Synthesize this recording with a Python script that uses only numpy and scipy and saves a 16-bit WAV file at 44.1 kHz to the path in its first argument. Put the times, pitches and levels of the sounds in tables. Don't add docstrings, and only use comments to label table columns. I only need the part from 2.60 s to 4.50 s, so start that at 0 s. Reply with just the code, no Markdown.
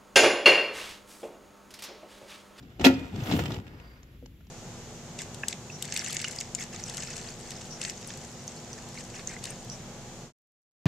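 import sys
import numpy as np
from scipy import signal
from scipy.fft import rfft, irfft, next_fast_len
from scipy.io import wavfile
from scipy.ndimage import map_coordinates

SR = 44100
rng = np.random.default_rng(int(sys.argv[2]) if len(sys.argv) > 2 else 0)


def store_pcm(level_fs):
    pcm = np.round(np.clip(level_fs, -1, 1) * 32767).astype(np.int16)
    wavfile.write(sys.argv[1], SR, np.atleast_2d(pcm).T)


N = 83790

# (frequency [Hz], relative level [dB])
ROOM_SPECTRUM = [(25, -6), (45, 5), (74, 1), (163, -7.5), (338, -15), (785, -40), (1300, -34.5),
                 (2140, -32.5), (3300, -31.5), (4500, -40), (7700, -43.5), (8400, -72.5), (10200, -58),
                 (10800, -41.5), (11800, -34.5), (13000, -48.5), (15600, -42), (16000, -62)]
# (frequency [Hz], correlation [-])
ROOM_ALIKE = [(100, 1), (600, 0.76), (2000, 0.37), (10000, 0.1)]
# (time [s], level [dB], centre [Hz], crash t60 [s], ringing relative to crash [dB])
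CLINK_EVENTS = [(0.0251, -51.5, 3950, 0.059, -17), (0.196, -35.5, 2900, 0.042, -3),
                (0.213, -35.5, 2240, 0.036, 1), (0.215, -37, 5340, 0.024, 2),
                (0.2426, -16, 2600, 0.032, -0.5), (0.2471, -9, 3380, 0.032, -0.5),
                (0.253, -11.5, 4240, 0.037, -2), (0.2586, -13.5, 2590, 0.052, 0.5),
                (0.265, -14, 1946, 0.076, 0.5), (0.286, -29.5, 2340, 0.029, -2.5),
                (0.3406, -39.5, 4750, 0.041, 2), (0.5595, -33.5, 4060, 0.018, -15),
                (0.604, -45, 2860, 0.038, 3), (0.636, -41, 6360, 0.041, 1), (0.672, -37.5, 3060, .02, 1.5),
                (0.7122, -27.5, 3600, 0.046, -11), (0.7218, -28, 2620, 0.083, -5.5),
                (0.7914, -25.5, 1437, 0.029, 2.5), (0.799, -29.5, 2040, 0.028, -5),
                (0.8565, -28.5, 3060, 0.03, -0.5), (0.88, -37.5, 3180, 0.028, 0.5),
                (0.9051, -34.5, 1228, 0.036, 3.5), (0.9192, -31, 3600, 0.023, -3.5),
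                (0.9437, -32.5, 2970, 0.012, 1), (0.963, -38.5, 2240, 0.035, -6),
                (0.981, -42, 2900, 0.015, -3), (.987, -37, 1200, 0.013, -0.5), (1.068, -46, 2530, 0.014, 4),
                (1.079, -44, 2770, 0.015, -0.5), (1.1984, -45, 2600, 0.027, -9.5),
                (1.43, -46.5, 6700, 0.022, -8.5), (1.659, -40.5, 5900, 0.017, -16),
                (1.807, -58, 1435, 0.037, 3), (1.868, -50.5, 6300, 0.021, -20)]
# (frequency [Hz], relative level [dB], longest t60 [s])
STEEL_MODES = [(955, -1, .08), (1396, -3, 0.15), (1760, -1, 0.048), (1944, 0.5, 0.092),
               (2268, -14.5, 0.055), (2497, -2.5, .09), (2676, -7, 0.064), (2765, -3, .08),
               (3056, -5.5, 0.052), (3510, -4, .07), (3810, -14, 0.039), (4180, -12.5, .06),
               (5107, -5, 0.088), (5220, -7, 0.054)]
# (frequency [Hz], relative level [dB])
CRASH_SPECTRUM = [(300, -36.5), (700, 1), (1300, -16), (2000, -15.5), (2840, -12.5), (3240, -14.5),
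                  (6160, -19.5), (7400, -23.5), (8880, -40), (11900, -26.5), (15000, -34.5), (16400, -48.5)]
# (time [s], level [dB], centre [Hz], share of the free ringing time [-])
KNOCK_EVENTS = [(0.031, -32, 250, 0.27), (0.197, -15, 233, 0.14), (0.215, -14, 196, 0.36),
                (0.2446, -7, 507, 0.87), (.2515, -10, 262, 0.88), (0.2627, -2, 298, 0.97),
                (0.27, -22, 280, 0.71), (0.299, -16.5, 600, 0.45), (0.335, -14.5, 169.4, 0.82),
                (0.57, -22.5, 172.6, 1), (0.583, -13.5, 135, 0.4), (0.604, -20, 132, 1),
                (0.708, -15, 253, 0.29), (0.714, -17, 720, 0.16), (0.737, -4, 151, 0.61),
                (0.788, -18.5, 446, 0.44), (0.79, -22, 885, 0.28), (0.819, -12, 145, 0.2),
                (0.914, -29, 194, 0.2), (0.962, -25.5, 374, 0.92), (.964, -32, 820, 0.51),
                (0.975, -12.5, 110, 0.83), (1.135, -45, 730, 0.16), (1.626, -33, 373, 0.8)]
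# (frequency [Hz], relative level [dB], free t60 [s])
PANEL_MODES = [(96.8, -9, 0.16), (128, -22.5, 0.45), (158.5, -10.5, 0.14), (210.6, -14, 0.14),
               (265, -2, 0.2), (359, -10.5, 0.18), (430, -9, 0.084), (479.4, -5.5, 0.14), (548, -16, 0.27),
               (721.6, -1.5, 0.1), (830, 1, 0.12)]
# (time [s], rumble level [dB], scrape level [dB], fizz level [dB])
SLIDE_LEVELS = [(.185, -55, -63, -99), (.2, -32, -45.5, -80), (.25, -33.5, -42, -54.5),
                (.32, -32, -45, -68), (.38, -37, -48, -72), (.46, -46.5, -51.5, -76),
                (.54, -40.5, -48.5, -72), (.62, -32.5, -43.5, -66), (.645, -35, -42.5, -55.5),
                (.7, -29, -37.5, -56), (.745, -25, -33.5, -53), (.78, -29, -39.5, -50),
                (.83, -31.5, -41.5, -62.5), (.89, -33.5, -45, -60), (.94, -37.5, -44, -67.5),
                (.98, -46, -55, -68), (1.0, -40, -61.5, -86), (1.05, -49, -62, -86.5),
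                (1.15, -49, -75, -99.5), (1.4, -63, -90.5, -100)]
# (frequency [Hz], relative level [dB])
RUMBLE_SPECTRUM = [(18, -62), (30, -27), (86, 2.5), (168, -1.5), (223, -4), (268, -4), (328, -7),
                   (442, -16), (571, -19.5), (900, -25), (1170, -42), (1980, -120)]
# (frequency [Hz], relative level [dB])
SCRAPE_SPECTRUM = [(240, -29.5), (400, 2), (576, -2), (728, -0.5), (1040, -8), (1290, -4), (1590, -8),
                   (3520, -8), (4070, -13.5), (7310, -18), (9000, -38.5), (11700, -66.5), (19800, -120)]
# (frequency [Hz], relative level [dB])
FIZZ_SPECTRUM = [(7000, -25.5), (8950, -12.5), (11800, 1), (15200, -4.5), (16400, -14.5)]
# (frequency [Hz], level [dB], t60 [s])
TOOL_MODES = [(1300, -37, .3), (1750, -46, .4), (1933, -47, .3), (2445, -39, .7)]
# (time [s], level [dB])
SETTLE_LEVELS = [(.9, -100), (.95, -61), (1.02, -62.5), (1.2, -55.5), (1.37, -60), (1.41, -64.5),
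                 (1.55, -66), (1.62, -81.5), (1.9, -98)]
# (frequency [Hz], relative level [dB])
SHUFFLE_SPECTRUM = [(240, -31.5), (400, -4), (583, -6), (636, -9.5), (2040, -10), (3540, -20),
                    (3870, -20.5), (4790, -18.5), (8000, -35), (10400, -64.5), (17600, -120)]
# (frequency [Hz], correlation [-])
BRIGHT_ALIKE = [(350, 0.66), (700, 0.68), (1100, 0.18), (2000, 0.061), (6000, 0.062), (15000, .1)]
# (frequency [Hz], t60 [s])
WALL_DECAY = [(150, 1), (1000, 0.75), (4000, 0.31), (12000, 0.21)]
# (frequency [Hz], left minus right [dB])
PORT_DIFFERENCE = [(60, 1), (250, 2), (1500, 1), (2800, -4), (5200, -3), (6500, 5), (8500, 14.5),
                   (11500, 6.5), (13000, 8.5), (16000, 9.5)]

ROOM_DB = -50
HUM_HZ, HUM_WIDTH_HZ, HUM_DB = 58, 4.8, -56

CRASH_DB, CRASH_RISE_S = -1, 0.00059
CRASH_FOCUS_DB, CRASH_FOCUS_OCTAVES = 6.5, 0.39
THIN_DB_PER_OCTAVE = 2.5
DULL_HZ, DULL_DB_PER_DB = 8000, .35
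RING_DB, CLINK_OCTAVES = -11, 0.92
FULL_RING_S = .05
PIECE_DB, PIECE_T60_S = 3.5, 0.066

KNOCK_DB, KNOCK_OCTAVES, KNOCK_RISE_S = -3, 0.34, 0.001

GRIT_PER_S, GRIT_DB, GRIT_SPREAD_DB = 500, -4, 4
TOOL_START_S = .26
SQUEAK_HZ, SQUEAK_WIDTH_HZ, SQUEAK_DB = 4750, 90, -70
SQUEAK_START_S, SQUEAK_END_S = 1.19, 1.42

SCATTER_T60_S = .02
LEAD_S = 0.00018
WALLS_DB = -16.5
LOW_CUT_HZ, TOP_HZ, CEILING = 34.7, 16450, .9


def amp(db):
    return 10 ** (np.asarray(db) / 20)


def unit(x):
    return x / np.sqrt(np.mean(x ** 2) + 1e-20)


def along(points, hz):
    f, v = np.transpose(points)
    return np.interp(np.log(hz + 1), np.log(f + 1), v)


def curves(rows):
    s, *cols = np.transpose(rows)
    return [np.interp(np.arange(N) / SR, s, c) for c in cols]


def wobble(knots_per_s):
    knots = rng.standard_normal(int(N * knots_per_s / SR) + 4)
    return map_coordinates(knots, [np.arange(N) * knots_per_s / SR])


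def filtered(x, response):
    m = next_fast_len(N + SR // 2)
    return irfft(rfft(x, m) * response(np.fft.rfftfreq(m, 1 / SR)), m)[..., :N]


def coloured(x, spectrum):
    return unit(filtered(x, lambda hz: amp(along(spectrum, hz))))


def narrow(centre_hz, width_hz):
    noise = rng.standard_normal(N)
    return unit(filtered(noise, lambda hz: np.exp(-((hz - centre_hz) / width_hz) ** 2)))


def ported(a, b, alike):
    def mix(hz):
        angle = np.arccos(np.clip(along(alike, hz), -1, 1)) / 2
        return np.array([np.cos(angle), np.sin(angle)])

    mid, side = filtered(np.array([a, b]), mix)
    return np.array([mid + side, mid - side])


def scattered(x):
    n = SR // 20
    paths = rng.standard_normal(n) * amp(-60 * np.arange(n) / SR / SCATTER_T60_S)
    return signal.fftconvolve(x, paths / np.linalg.norm(paths))[:len(x)]


def ring(modes, centre_hz, octaves, scatter_db, lasts=1, rise_s=1 / SR):
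    hz, db, t60 = np.transpose(modes)[:, :, None]
    t = np.arange(SR // 2) / SR
    near = np.exp(-.5 * (np.log2(hz / centre_hz) / octaves) ** 2)
    start_db = db + scatter_db * rng.standard_normal(hz.shape)
    decay = amp(start_db - 60 * t / (t60 * lasts))
    tone = (near * decay * np.sin(2 * np.pi * hz * t)).sum(0)
    return tone * (1 - np.exp(-t / rise_s))


def shop():
    tone = ported(*coloured(rng.standard_normal((2, N)), ROOM_SPECTRUM), ROOM_ALIKE)
    hum = amp(HUM_DB) * narrow(HUM_HZ, HUM_WIDTH_HZ)
    return amp(ROOM_DB + 0.5 * wobble(9.23)) * tone + hum


def crash_noise(t, level_db, centre_hz, t60_s):
    f = np.fft.rfftfreq(len(t), 1 / SR) + 1
    focus = np.exp(-.5 * (np.log2(f / centre_hz) / CRASH_FOCUS_OCTAVES) ** 2)
    below_loudest_db = level_db - max(row[1] for row in CLINK_EVENTS)
    colour_db = along(CRASH_SPECTRUM, f) + CRASH_FOCUS_DB * focus
    colour_db += DULL_DB_PER_DB * below_loudest_db / (1 + (DULL_HZ / f) ** 20)
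    colour_db -= THIN_DB_PER_OCTAVE * np.log2(1 + centre_hz / f)
    noise = unit(irfft(rfft(rng.standard_normal(len(t))) * amp(colour_db)))
    return noise * amp(CRASH_DB - 60 * t / t60_s) * (1 - np.exp(-t / CRASH_RISE_S))


def clinks():
    out, t = np.zeros((2, N + SR)), np.arange(SR // 2) / SR
    for s, db, hz, t60, ring_db in CLINK_EVENTS:
        crash = crash_noise(t, db, hz, t60)
        lasts = np.clip(t60 / FULL_RING_S, .2, 1)
        steel = ring(STEEL_MODES, hz, CLINK_OCTAVES, scatter_db=2, lasts=lasts)
        piece = amp(PIECE_DB - 60 * t / (PIECE_T60_S * lasts)) * np.sin(2 * np.pi * hz * t)
        hit = amp(db) * (crash + amp(RING_DB + ring_db) * (steel + piece))
        out[:, round(s * SR):][:, :len(t)] += [hit, scattered(hit)]
    return out[:, :N]


def knocks():
    out = np.zeros(N + SR)
    for s, db, hz, lasts in KNOCK_EVENTS:
        blow = ring(PANEL_MODES, hz, KNOCK_OCTAVES, scatter_db=3, lasts=lasts, rise_s=KNOCK_RISE_S)
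        out[round(s * SR):][:SR // 2] -= amp(db + KNOCK_DB) * blow
    return out[:N]


def slide():
    rumble_db, scrape_db, fizz_db = curves(SLIDE_LEVELS)
    grains = rng.random(N) < GRIT_PER_S / SR
    grit = grains * amp(GRIT_SPREAD_DB * rng.exponential(size=N)) * rng.standard_normal(N)
    rub = rng.standard_normal(N) + amp(GRIT_DB) * unit(grit)
    shake_db = 1.5 * wobble(60)
    rumble = amp(rumble_db + 2.5 * wobble(30)) * coloured(rng.standard_normal(N), RUMBLE_SPECTRUM)
    scrape = amp(scrape_db + shake_db) * coloured(rub, SCRAPE_SPECTRUM)
    fizz = amp(fizz_db + shake_db) * coloured(rub, FIZZ_SPECTRUM)
    return rumble, scrape + fizz


def tool():
    note = ring(TOOL_MODES, 2000, 10, scatter_db=1, rise_s=.01)
    note = np.pad(note, (round(TOOL_START_S * SR), N))[:N]
    return note * amp(3 * wobble(25))


def settle():
    level_db = curves(SETTLE_LEVELS)[0] + 0.94 * wobble(80)
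    return amp(level_db) * coloured(rng.standard_normal(N), SHUFFLE_SPECTRUM)


def squeak():
    progress = (np.arange(N) / SR - SQUEAK_START_S) / (SQUEAK_END_S - SQUEAK_START_S)
    gate = np.sin(np.pi * np.clip(progress, 0, 1))
    return amp(SQUEAK_DB) * gate * narrow(SQUEAK_HZ, SQUEAK_WIDTH_HZ)


def walls(x):
    hz, t, z = signal.stft(rng.standard_normal((2, SR // 2)), SR, nperseg=256)
    decay = amp(-60 * t / along(WALL_DECAY, hz)[:, None])
    less_bass = (hz / (hz + 700))[:, None]
    tail = signal.istft(z * decay * less_bass, SR, nperseg=256)[1]
    delayed = np.pad(x, (100, 0))[None]
    return signal.fftconvolve(delayed, tail / np.linalg.norm(tail[0]), axes=1)[:, :N]


def scene():
    rumble, scrape = slide()
    low, rustle = knocks() + rumble, scrape + settle()
    bright, spread = clinks() + [rustle, scattered(rustle)]
    sides = np.array([[1], [-1]])
    panels = filtered(low, lambda hz: np.exp(1j * np.pi * hz * LEAD_S * sides))
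    drawer = panels + ported(bright, spread, BRIGHT_ALIKE)
    return drawer + amp(WALLS_DB) * walls(low + bright) + tool() + squeak() + shop()


def record(dry):
    def port_response(hz):
        half_db = along(PORT_DIFFERENCE, hz) / 2
        bass_cut = (1j * hz / (LOW_CUT_HZ + 1j * hz)) ** 2
        return amp(half_db * np.array([[1], [-1]])) * bass_cut

    x = filtered(dry, port_response)
    x = x / (1 + np.abs(x / CEILING) ** 4) ** (1 / 4)
    return filtered(x, lambda hz: hz < TOP_HZ)


dry = scene()
out = record(dry)
store_pcm(out)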